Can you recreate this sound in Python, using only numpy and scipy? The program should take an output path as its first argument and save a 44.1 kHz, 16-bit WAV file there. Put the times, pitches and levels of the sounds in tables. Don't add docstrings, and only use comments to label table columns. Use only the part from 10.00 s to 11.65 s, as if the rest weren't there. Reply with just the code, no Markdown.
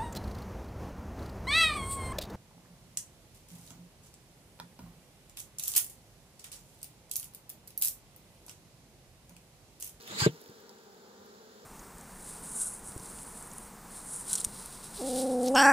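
import sys
import numpy as np
from scipy import signal
from scipy.fft import rfft, irfft
from scipy.io import wavfile
from scipy.ndimage import uniform_filter1d

SR = 44100
rng = np.random.default_rng(int(sys.argv[2]) if len(sys.argv) > 2 else 0)


def bounce(signal):
    frames = np.transpose(np.atleast_2d(signal))
    limited = np.clip(frames, -1, 1)
    pcm = np.round(limited * 32767).astype(np.int16)
    wavfile.write(sys.argv[1], SR, pcm)


def rack_gain(trim_db):
    fader = np.asarray(trim_db, float)
    return 10 ** (fader / 20)


N = 72765
LAG_S = 0.0002737


def curve(table, hz):
    table = np.array(table, float)
    return np.interp(np.log(np.maximum(hz, 1)), np.log(table[:, 0]), table[:, 1])


def level(x, db):
    return x * rack_gain(db) / np.sqrt(np.mean(x ** 2))


def shape(x, gain):
    return irfft(rfft(x) * gain(np.fft.rfftfreq(N, 1 / SR)), N)


def ports(x, other=0, alike=((1, 1), (2, 1)), lag=LAG_S):
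    def likeness(hz):
        return np.clip(curve(alike, hz), 0, 1)

    same = shape(x, lambda hz: np.sqrt((1 + likeness(hz)) / 2))
    odd = shape(x * 0 + other, lambda hz: np.sqrt((1 - likeness(hz)) / 2))
    left = shape(same + odd, lambda hz: np.exp(-2j * np.pi * hz * lag / 2))
    right = shape(same - odd, lambda hz: np.exp(2j * np.pi * hz * lag / 2))
    return np.array([left, right])


def walk(rate):
    k = int(SR / rate)
    steps = np.repeat(rng.standard_normal(N // k + 1), k)
    return 1.3 * uniform_filter1d(uniform_filter1d(steps, k), k)[:N]


def grit(table, share):
    grains_per_s, grain_spread_db = 3500, 2.5
    struck = rng.random(N) < grains_per_s / SR
    clicks = struck * rng.standard_normal(N) * rack_gain(grain_spread_db * rng.exponential(size=N))
    share = np.clip(share, 0, 1)
    raw = np.sqrt(share) * level(clicks, 0) + np.sqrt(1 - share) * rng.standard_normal(N)
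    return level(shape(raw, lambda hz: rack_gain(curve(table, hz))), 0)


def leaves(t):
    # f/Hz, density/dB
    leaf_tone = [(1500, -2), (2400, -10), (3600, -0.5), (5000, -1), (6300, -5.5), (7050, 0.5), (8300, -12),
                 (16000, -11)]
    # f/Hz, density/dB
    murmur_tone = [(40, -8), (100, -6.5), (300, -2.5), (600, -3), (1000, -13), (1600, -11), (2300, -17.5),
                   (5000, -41)]
    # f/Hz, likeness/1
    alike_far = [(60, 0.58), (300, 0.71), (1500, 0.39), (4000, 0.24), (12000, 0.19)]
    hiss_db, breeze_db_per_s, murmur_db, flutter_db = -64, 2.5, -61.5, 0.5

    def one():
        flutter = rack_gain(flutter_db * walk(13.55))
        hiss = rack_gain(hiss_db + breeze_db_per_s * t) * grit(leaf_tone, 0.076)
        murmur = rack_gain(murmur_db) * grit(murmur_tone, 0)
        return flutter * (hiss + murmur)

    return ports(one(), one(), alike_far)


def bee(hz, gain, bass_db=0):
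    # multiple/1, level/dB
    wing = [(1, -9), (2, -1.5), (3, -23.5), (4, -8.5), (5, -14.5), (6, -12), (7, -13), (8, -36)]
    throb_db, throbs_per_s, jitter, lag_spread_s = 2.5, 28, 0.01, 0.00016
    turn = np.exp(2j * np.pi * np.cumsum(hz * (1 + jitter * walk(39.99))) / SR)
    tone = 0
    for k, db in wing[::-1]:
        start = np.exp(2j * np.pi * rng.random())
        tone = (tone + rack_gain(db + bass_db * (k < 1.5)) * start) * turn
    tone = gain * rack_gain(throb_db * walk(throbs_per_s)) * tone.imag
    late = int(SR * (LAG_S + lag_spread_s * rng.standard_normal()))
    return np.array([np.roll(tone, late), tone])


def swarm(t):
    # middle t/s, length/s, level/dB, wing f/Hz, sag/(Hz/s)
    near = [
        (0.441, .2, -65.5, 213, 39.5),
        (0.692, .16, -62, 195, 100),
        (.665, .1, -66, 241.4, 0),
        (.925, .15, -62.5, 193.8, 320),
        (1.091, 0.25, -65.5, 216.2, 29.5),
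        (1.129, 0.29, -62, 196.8, -30),
        (1.248, 0.13, -58, 205, 20),
        (1.332, .2, -64.5, 225.3, 30.5),
        (1.351, .12, -61, 196.7, -40),
        (1.577, 0.24, -67, 227.4, -0.5),
    ]
    bees, wing_hz, spread, wander = 20, 224, 0.19, 0.02
    passing_db, swarm_db, near_bass_db = 3, -58.5, 5.5
    cloud = 0
    for p in np.linspace(-1, 1, bees):
        rate = wing_hz * (1 + spread * (p + p ** 3) / 2 + wander * walk(7.4))
        cloud = cloud + bee(rate, rack_gain(passing_db * walk(6.14)))
    flybys = 0
    for s, long, db, hz, sag in near:
        rate = hz - sag * np.clip(t - s, -long, long)
        swell = rack_gain(db) * np.exp(-(2 * (t - s) / long) ** 4)
        flybys = flybys + bee(rate, swell, near_bass_db)
    return level(cloud, swarm_db) + flybys


def litter(t):
    # t/s, peak level/dB, centre f/Hz, width/Hz
    ticks = [(.009, -44, 4470, 2500), (.0255, -46, 12300, 2500), (.027, -48, 7500, 1500),
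             (.0355, -45.5, 4200, 3000), (.0435, -51, 13000, 4000), (.0755, -43, 6000, 3000),
             (.076, -36.5, 12800, 3000), (.0778, -35, 3400, 3000), (.084, -39, 11500, 7000),
             (.091, -46, 9500, 4000), (.1855, -31, 4000, 3000), (.4062, -46, 10000, 7100),
             (.4105, -52, 4200, 2000), (.4152, -40, 11500, 8000), (.423, -53, 12900, 5000),
             (.44, -50, 11500, 7000), (.46, -47, 4450, 5260), (.46, -51, 14000, 4000),
             (.468, -51, 13000, 2040), (.4775, -49, 14300, 3000), (.478, -53, 7000, 2000),
             (.488, -50, 4400, 1500), (.499, -48.5, 12800, 5000), (.4985, -52, 7500, 2000),
             (.584, -50, 4000, 1500), (.6035, -48, 12800, 4500), (.6935, -47, 4700, 1500),
             (.6935, -44, 6800, 2800), (.694, -49, 13200, 4000), (.699, -51, 5500, 3000),
             (.7855, -49, 6000, 4970), (.946, -54, 8000, 4000), (1.18, -50, 4300, 3000),
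             (1.249, -52, 13500, 5000), (1.26, -51, 14000, 4000)]
    # f/Hz, density/dB
    rustle_tone = [(1000, -9.5), (1700, 2), (2400, -2.5), (3300, -1.5), (5000, 2), (9000, -8.5),
                   (12000, -7.5), (16000, -7)]
    # f/Hz, likeness/1
    alike_litter = [(1000, .8), (8000, .65)]
    tick_decay_s, rustle_db, rustle_db_per_s = 0.001, -52.5, -18.5

    def one():
        out = rack_gain(rustle_db + rustle_db_per_s * t + 0.83 * walk(22.8)) * grit(rustle_tone, 0.44)
        noise = rng.standard_normal(N)
        for s, db, hz, width in ticks:
            burst = noise * (t > s) * np.exp(-np.maximum(t - s, 0) / tick_decay_s)
            tick = shape(burst, lambda f: np.exp(-((f - hz) / width) ** 2 * 2))
            out = out + rack_gain(db) * tick / np.abs(tick).max()
        return out

    return ports(one(), one(), alike_litter)


def clumps(x):
    clump_db, clumps_per_s = 3, 86.6
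    out = 0
    for c in 100 * 2 ** (np.arange(23) / 3):
        band = shape(x, lambda hz: np.clip(1 - 3 * np.abs(np.log2(hz / c + 1e-9)), 0, 1))
        out = out + rack_gain(clump_db * walk(clumps_per_s)) * band
    return out


def squeak(t):
    start_s, length_s, start_hz, sag_hz_per_s = 0.2325, 0.034, 1582, 500
    start_db, fade_db, wobble_db = -26, -7, 1
    u = np.clip((t - start_s) / length_s, 0, 1)
    hz = start_hz - sag_hz_per_s * (t - start_s) + 8 * walk(83.0)
    loud = rack_gain(start_db + fade_db * u + wobble_db * walk(113.0)) * np.sin(np.pi * u ** 1.2) ** 0.23
    return ports(loud * np.sin(2 * np.pi * np.cumsum(hz) / SR), lag=0.0002)


def scuff(t):
    # t/s, speed as hiss level/dB, pressure as rumble level/dB
    stroke = [
        (0.052, -68.5, -72),
        (0.074, -54.5, -54.5),
        (0.121, -48.5, -46),
        (.176, -42, -48.5),
        (0.204, -29.5, -40.5),
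        (0.226, -32.5, -37),
        (0.258, -32.5, -40),
        (.268, -44, -34.5),
        (0.312, -66.5, -66),
    ]
    # f/Hz, density/dB
    hiss_tone = [(500, -38), (900, -0.5), (2000, 1), (3400, -2.5), (4600, -1.5), (7300, -3.5), (9500, -6),
                 (16000, -11.5)]
    # f/Hz, density/dB
    rumble_tone = [(70, -16), (130, 4.5), (320, 2), (600, -1.5), (1400, -1), (3000, -2), (3900, -15),
                   (5000, -34)]
    # f/Hz, gain/dB
    scuff_colour = [(1700, 0), (2500, -3), (3500, 2), (5100, 3), (5750, -7), (6600, 3), (8000, 2), (9000, -5)]
    # f/Hz, likeness/1
    alike_near = [(100, .99), (800, 0.73), (1700, 0.64), (3000, 0), (5000, 0.2), (12000, 0)]
    hollow_hz, upper_hz, hz_per_db, width_hz = 4750, 7390, 55, 480
    hollow_db, upper_db, hollow_follows = -36, -7.5, 0.72
    s, speed, press = np.array(stroke).T
    on = (t > s[0]) & (t < s[-1])
    fast = np.interp(t, s, speed - speed.max())

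    def whistle(f, slide):
        a, b = (shape(rng.standard_normal(N), lambda hz: np.exp(-(hz / width_hz) ** 2)) for _ in range(2))
        turn = np.exp(2j * np.pi * np.cumsum(f + hz_per_db * fast * slide) / SR)
        return ((a + 1j * b) * turn).real

    def one():
        both = whistle(hollow_hz, 1) + rack_gain(upper_db) * whistle(upper_hz, 0.3)
        hollow = rack_gain(hollow_follows * fast) * level(both, hollow_db)
        hiss = rack_gain(fast + speed.max()) * grit(hiss_tone, 0.4)
        rumble = rack_gain(np.interp(t, s, press)) * grit(rumble_tone, 0.082)
        return on * (hiss + rumble + hollow)

    def coloured(x):
        return shape(x, lambda f: rack_gain(curve(scuff_colour, f)))

    return ports(coloured(clumps(one())), coloured(one()), alike_near) + squeak(t)


def knock(t):
    # t/s, strength/dB
    knocks = [
        (.2632, -.5),
        (.27, -6),
        (.4928, -36),
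    ]
    # f/Hz, level/dB, t60/s, sign/1
    body = [(125, -11.2, .036, -1), (196.7, -7.1, .0227, 1), (357.3, -11.2, .074, 1),
            (455.1, -15, .0435, -1), (524, -29, .093, 1), (630, -19.6, .019, -1), (900, -25, .024, 1)]
    # t/s, peak level/dB, f/Hz, swell time/s
    bumps = [(.085, -60, 63, 0.0083), (.106, -46, 318, .0085), (.11, -50.5, 116, .01),
             (.12, -49.5, 559, 0.0098), (.125, -47, 890, 0.0075), (.165, -42, 450, 0.01),
             (.14, -51, 198, .012), (.335, -56.5, 283, 0.0073), (.2172, -22, 126, 0.0064),
             (.217, -35.5, 850, 0.0059), (0.2376, -31.5, 157, 0.003), (.266, -35, 81.48, .0065),
             (.279, -43, 275, 0.0093), (0.2869, -32.5, 147.5, 0.0078), (0.3077, -46.5, 160, 0.019),
             (.42, -48.5, 420, .005), (.491, -47, 151, 0.0049), (0.41, -58, 670, 0.0035),
             (.503, -52, 300, 0.004), (.512, -54, 230, .006), (.697, -51.5, 960, .003),
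             (1.19, -63.5, 89.5, 0.017), (1.626, -51, 462, .006), (1.642, -48.5, 95, 0.0081)]
    push_s = 0.0009
    push = sum(rack_gain(db) * np.sin(np.pi * np.clip((t - s) / push_s, 0, 1)) ** 2 for s, db in knocks)
    push = push * 2 / (push_s * SR)
    ring = 0
    for hz, db, t60, sign in body:
        ring = ring + sign * rack_gain(db) * np.exp(-np.log(1000) * t / t60) * np.cos(2 * np.pi * hz * t)
    out = signal.fftconvolve(push, ring)[:N]
    for s, db, hz, swell in bumps:
        u = np.maximum(t - s, 0) / swell
        out = out - rack_gain(db) * u ** 2 * np.exp(2 * (1 - u)) * np.sin(2 * np.pi * hz * u * swell)
    return ports(out)


def scene():
    t = np.arange(N) / SR
    return leaves(t) + swarm(t) + litter(t) + scuff(t) + knock(t)


def top_cut(x):
    return signal.sosfilt(signal.butter(12, 16740, fs=SR, output="sos"), x)


def record(dry):
    # f/Hz, left minus right/dB
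    tilt = [(60, 1.3), (400, 1), (1200, 1.2), (2000, 1), (3000, -1.6), (5000, -3), (8000, -2.1),
            (14000, -4)]
    low_hz, top_hz = 54, 15780

    def edge(hz):
        return (hz < top_hz) * hz ** 4 / (hz ** 4 + low_hz ** 4)

    left, right = (shape(ch, lambda hz: edge(hz) * rack_gain(way * curve(tilt, hz) / 2))
                   for ch, way in zip(dry, (1, -1)))
    return top_cut(np.array([left, right]))


dry = scene()
out = record(dry)
bounce(out)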